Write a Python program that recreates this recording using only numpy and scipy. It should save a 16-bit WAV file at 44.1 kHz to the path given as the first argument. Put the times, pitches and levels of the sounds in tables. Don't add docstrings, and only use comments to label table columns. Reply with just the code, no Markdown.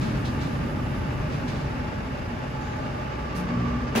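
import sys
import numpy as np
from scipy import signal
from scipy.fft import rfft, irfft
from scipy.io import wavfile
from scipy.ndimage import uniform_filter1d

SR = 44100
rng = np.random.default_rng(int(sys.argv[2]) if len(sys.argv) > 2 else 0)


def store_pcm(level_fs):
    pcm = np.round(np.clip(level_fs, -1, 1) * 32767).astype(np.int16)
    wavfile.write(sys.argv[1], SR, np.atleast_2d(pcm).T)


N = 176400
TIME = np.arange(N) / SR
FREQS = np.maximum(np.arange(N // 2 + 1) * SR / N, 1)
SIDES = np.array([[1], [-1]])
DIRECT_SHARE = .23
# f/Hz, level/dB
CONTACT_SPECTRUM = [(800, -14), (2500, 7.5), (4200, -0.5), (6000, -1), (8000, -10.5), (11000, -5.5),
                    (14000, -15), (16000, 0.5)]


def from_db(db):
    return 10 ** (np.asarray(db) / 20)


def envelope(rows):
    return from_db(np.interp(TIME, *np.transpose(rows)))


def over_hz(points):
    hz, value = np.transpose(points)
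    return np.interp(np.log(FREQS), np.log(hz), value)


def resonance(hz, width_hz):
    return 1 / (1 + 2 * ((FREQS - hz) / width_hz) ** 2)


def hall_noise(gain, direct=0, pan_db=0, lag_s=.00045):
    coherence = [(60, 0.96), (110, 1), (170, 0.88), (270, 0.83), (400, 0.45), (550, 0.16), (800, 0.38),
                 (1200, 0.013), (2000, 0), (3200, 0.58), (5000, 0.036), (15000, 0)]
    alike = over_hz(coherence)
    mid, side, straight = rfft(rng.standard_normal((3, N)))
    diffuse = np.sqrt((1 + alike) / 2) * mid + np.sqrt((1 - alike) / 2) * side * SIDES
    delay = np.exp(-2j * np.pi * FREQS * lag_s * np.array([[0], [1]]))
    x = irfft(gain * (np.sqrt(1 - direct) * diffuse + np.sqrt(direct) * straight * delay), N)
    return x / np.sqrt(np.mean(x ** 2)) * from_db(pan_db * SIDES / 2)


def evened(x, span_s):
    power = uniform_filter1d(np.mean(x ** 2, axis=0), int(span_s * SR), mode="wrap")
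    return x / np.sqrt(power + 1e-9)


def flutter(rate_hz):
    x = irfft(rfft(rng.standard_normal(N)) / (1 + (FREQS / rate_hz) ** 2), N)
    return x / x.std()


def blows(rows, spectrum, rise_s, grain_db, direct, pan_db):
    power = 0
    for start, db, decay in rows:
        rise = np.clip((TIME - start) / rise_s, 0, 1)
        power += (rise * from_db(db - decay * np.maximum(TIME - start - rise_s, 0))) ** 2
    grain = from_db(grain_db * flutter(310))
    return np.sqrt(power) * grain * hall_noise(from_db(over_hz(spectrum)), direct, pan_db)


def singing(rows, tone_share, width_hz, pan_db):
    t, hz, db = np.transpose(rows)
    fringe = np.array([flutter(width_hz) + 1j * flutter(width_hz) for _ in SIDES]) / np.sqrt(2)
    phase = 2 * np.pi * np.cumsum(np.interp(TIME, t, hz)) / SR
    carrier = np.exp(1j * (phase + np.pi / 4 * SIDES))
    tone = np.sqrt(2) * np.real((np.sqrt(tone_share) + np.sqrt(1 - tone_share) * fringe) * carrier)
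    return tone * from_db(np.interp(TIME, t, db) + pan_db * SIDES / 2)


def wheel_rumble():
    levels = [(0, -25), (.25, -27.5), (1.0, -28.5), (1.55, -29), (2.05, -32.5), (2.5, -32.5), (2.9, -31.5),
              (3.2, -35), (3.55, -30.5), (3.9, -31.5)]
    spectrum = [(18, -47), (32, -12), (44, -8), (56, -13), (80, -0.5), (102, -3.5), (116, 0), (133, 4),
                (160, -3.5), (190, -5.5), (220, -3.5), (243, -1.5), (290, -6.5), (330, -11.5), (450, -22.5),
                (700, -31), (1500, -90)]
    return envelope(levels) * evened(hall_noise(from_db(over_hz(spectrum))), span_s=.15)


def building_drone():
    levels = [(0, -35), (.7, -40.5), (1.35, -36), (1.85, -37.5), (2.2, -39.5), (3.0, -42), (3.9, -41)]  # t/s, level/dB
    spectrum = [(18, -28), (24, -14), (30, 18), (39, 8), (51, 25), (60, 24), (80, 14), (140, -47.5)]  # f/Hz, level/dB
    return envelope(levels) * evened(hall_noise(from_db(over_hz(spectrum)), pan_db=1.5), span_s=.23)


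def machinery_wash():
    levels = [(0, -35.5), (.45, -35), (1.0, -36), (1.55, -35), (2.1, -36.5), (2.7, -36), (3.2, -36.5),
              (3.5, -35), (3.9, -35.5)]
    spectrum = [(150, -45), (350, 1.5), (480, 0), (600, 3), (690, -5), (790, -2.5), (960, -3.5),
                (1230, -3.5), (1350, -5.5), (1700, -4), (2050, -10.5), (2800, -12.5), (3250, -19),
                (4300, -23), (4900, -23.5), (5500, -24.5), (7000, -33), (8000, -34), (9000, -64),
                (12000, -71)]
    depth_db, spacing_hz = 5, 15
    patterns = rng.standard_normal((2, 4000))
    ripple = np.array([np.interp(FREQS / spacing_hz, np.arange(len(row)), row) for row in patterns])
    ripple_db = depth_db * ripple * FREQS / (FREQS + 1000)
    noise = hall_noise(from_db(over_hz(spectrum) + ripple_db), DIRECT_SHARE, pan_db=-.1)
    return envelope(levels) * noise * from_db(.87 * flutter(40))


def girder_ring():
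    modes = [(590, 70, -60), (854.5, 30, -46.5), (1176, 52, -50), (1620, 110, -70), (4790, 140, -68)]  # f/Hz, width/Hz, level/dB
    return sum(from_db(db) * hall_noise(resonance(hz, width), DIRECT_SHARE, pan_db=-2)
               for hz, width, db in modes)


def high_hiss():
    levels = [(0, -60.5), (.5, -60.5), (1.4, -63), (2.1, -66), (2.7, -65), (3.2, -67), (3.9, -68)]  # t/s, level/dB
    spectrum = [(4000, -25), (6500, -5), (8000, -2), (10000, 0), (11000, -1), (12200, -4), (13800, -3),
                (16000, -11)]
    noise = hall_noise(from_db(over_hz(spectrum)), direct=.95, lag_s=-.00029)
    return envelope(levels) * noise * from_db(.71 * flutter(12))


def far_clanks():
    hits = [(.004, -40, 80), (.243, -37.8, 210), (.400, -42, 85), (1.312, -44.3, 125), (1.472, -39.8, 140),
            (1.55, -46.5, 80), (2.6, -53, 50)]
    spectrum = [(300, -3), (600, 1), (900, 0), (2200, 1.5), (2900, -1), (3800, 1), (5000, -2.5),
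                (7000, -10), (10000, -21), (16000, -32)]
    return blows(hits, spectrum, rise_s=.013, grain_db=-.5, direct=.18, pan_db=0)


def metal_ticks():
    hits = [(.252, -56, 500), (.419, -48, 1202), (.430, -48, 602)]  # t/s, level/dB, decay/(dB/s)
    return blows(hits, CONTACT_SPECTRUM, rise_s=.002, grain_db=1.2, direct=.3, pan_db=-1)


def wheel_rubs():
    rubs = [(.55, .4, 1200, 55, -47), (1.76, .08, 865, 60, -46), (2.85, .3, 597, 20, -50),
            (2.8, .18, 1222, 16, -50), (3.28, .08, 1155, 22, -47), (3.68, .15, 1157, 16, -43.5),
            (3.59, .14, 1110, 55, -42), (2.68, .1, 6600, 450, -61)]
    out = 0
    for peak, half, hz, width, db in rubs:
        swell = from_db(db) * np.exp(-.5 * ((TIME - peak) / half) ** 2)
        out += swell * evened(hall_noise(resonance(hz, width), pan_db=-9), span_s=.12)
    return out


def gear_whine():
    course = [(1.5, 850, -64), (1.95, 850, -50), (2.1, 848, -57), (2.3, 846, -49.5), (2.43, 850, -55),
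              (2.55, 857, -48), (2.8, 838, -44.5), (3.02, 849, -40.5), (3.26, 848, -44.5), (3.38, 850, -62),
              (3.9, 850, -72)]
    return singing(course, tone_share=.8, width_hz=13, pan_db=-1.5)


def flange_squeal():
    course = [(2.3, 1195, -66), (3.0, 1188, -51), (3.22, 1182, -44.5), (3.42, 1178, -47), (3.58, 1183, -43),
              (3.78, 1180, -43), (3.92, 1194, -45.5)]
    return singing(course, tone_share=.62, width_hz=20, pan_db=-6)


def motor_hum():
    partials = [(62, 3.02, -38, 0), (124, 3.43, -32.5, 16), (178, 3.32, -30.2, 33), (240, 3.37, -31, 9),
                (287, 3.4, -44, 0), (480, 3.35, -48.5, 6)]
    rise_s, waver, width_hz = .12, .33, 8
    out = 0
    for hz, start, db, decay in partials:
        tone = np.sqrt(2) * np.sin(2 * np.pi * (hz * TIME + rng.random()))
        fringe = waver * hall_noise(resonance(hz, width_hz))
        rise = np.clip((TIME - start) / rise_s, 0, 1)
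        out += (tone + fringe) * rise * from_db(db - decay * np.maximum(TIME - start - rise_s, 0))
    return out


def bright_chink():
    hits = [(3.345, -38, 270), (3.385, -51.5, 170)]  # t/s, level/dB, decay/(dB/s)
    spectrum = [(500, 12.5), (1700, 9), (3000, -4), (5000, 5), (8000, -6), (11000, -2.5), (14000, -12),
                (16000, -11)]
    return blows(hits, spectrum, rise_s=.021, grain_db=3, direct=.13, pan_db=1)


def near_clatter():
    body_hit = [(3.948, -22, 70)]  # t/s, level/dB, decay/(dB/s)
    body_spectrum = [(80, -26), (160, -7), (210, 14), (265, 9), (350, 1.5), (430, 6), (560, -1.5),
                     (850, 0.5), (1300, -3.5), (2100, -7), (2900, -15), (3600, -17), (6000, -22),
                     (15000, -34)]
    contacts = [(3.956, -26, 420), (3.966, -28, 350), (3.988, -37, 152)]  # t/s, level/dB, decay/(dB/s)
    body = blows(body_hit, body_spectrum, rise_s=.005, grain_db=1.5, direct=.081, pan_db=1.5)
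    return body + blows(contacts, CONTACT_SPECTRUM, rise_s=.0052, grain_db=-2.2, direct=.11, pan_db=.5)


def scene():
    background = wheel_rumble() + building_drone() + machinery_wash() + girder_ring() + high_hiss()
    tones = wheel_rubs() + gear_whine() + flange_squeal() + motor_hum()
    impacts = far_clanks() + metal_ticks() + bright_chink() + near_clatter()
    return background + tones + impacts


def record(dry):
    ceiling, cutoff_hz = .3, 15500
    rounded = dry / (1 + (dry / ceiling) ** 8) ** (1 / 8)
    return signal.sosfilt(signal.ellip(10, .1, 80, cutoff_hz, fs=SR, output="sos"), rounded)


dry = scene()
out = record(dry)
store_pcm(out)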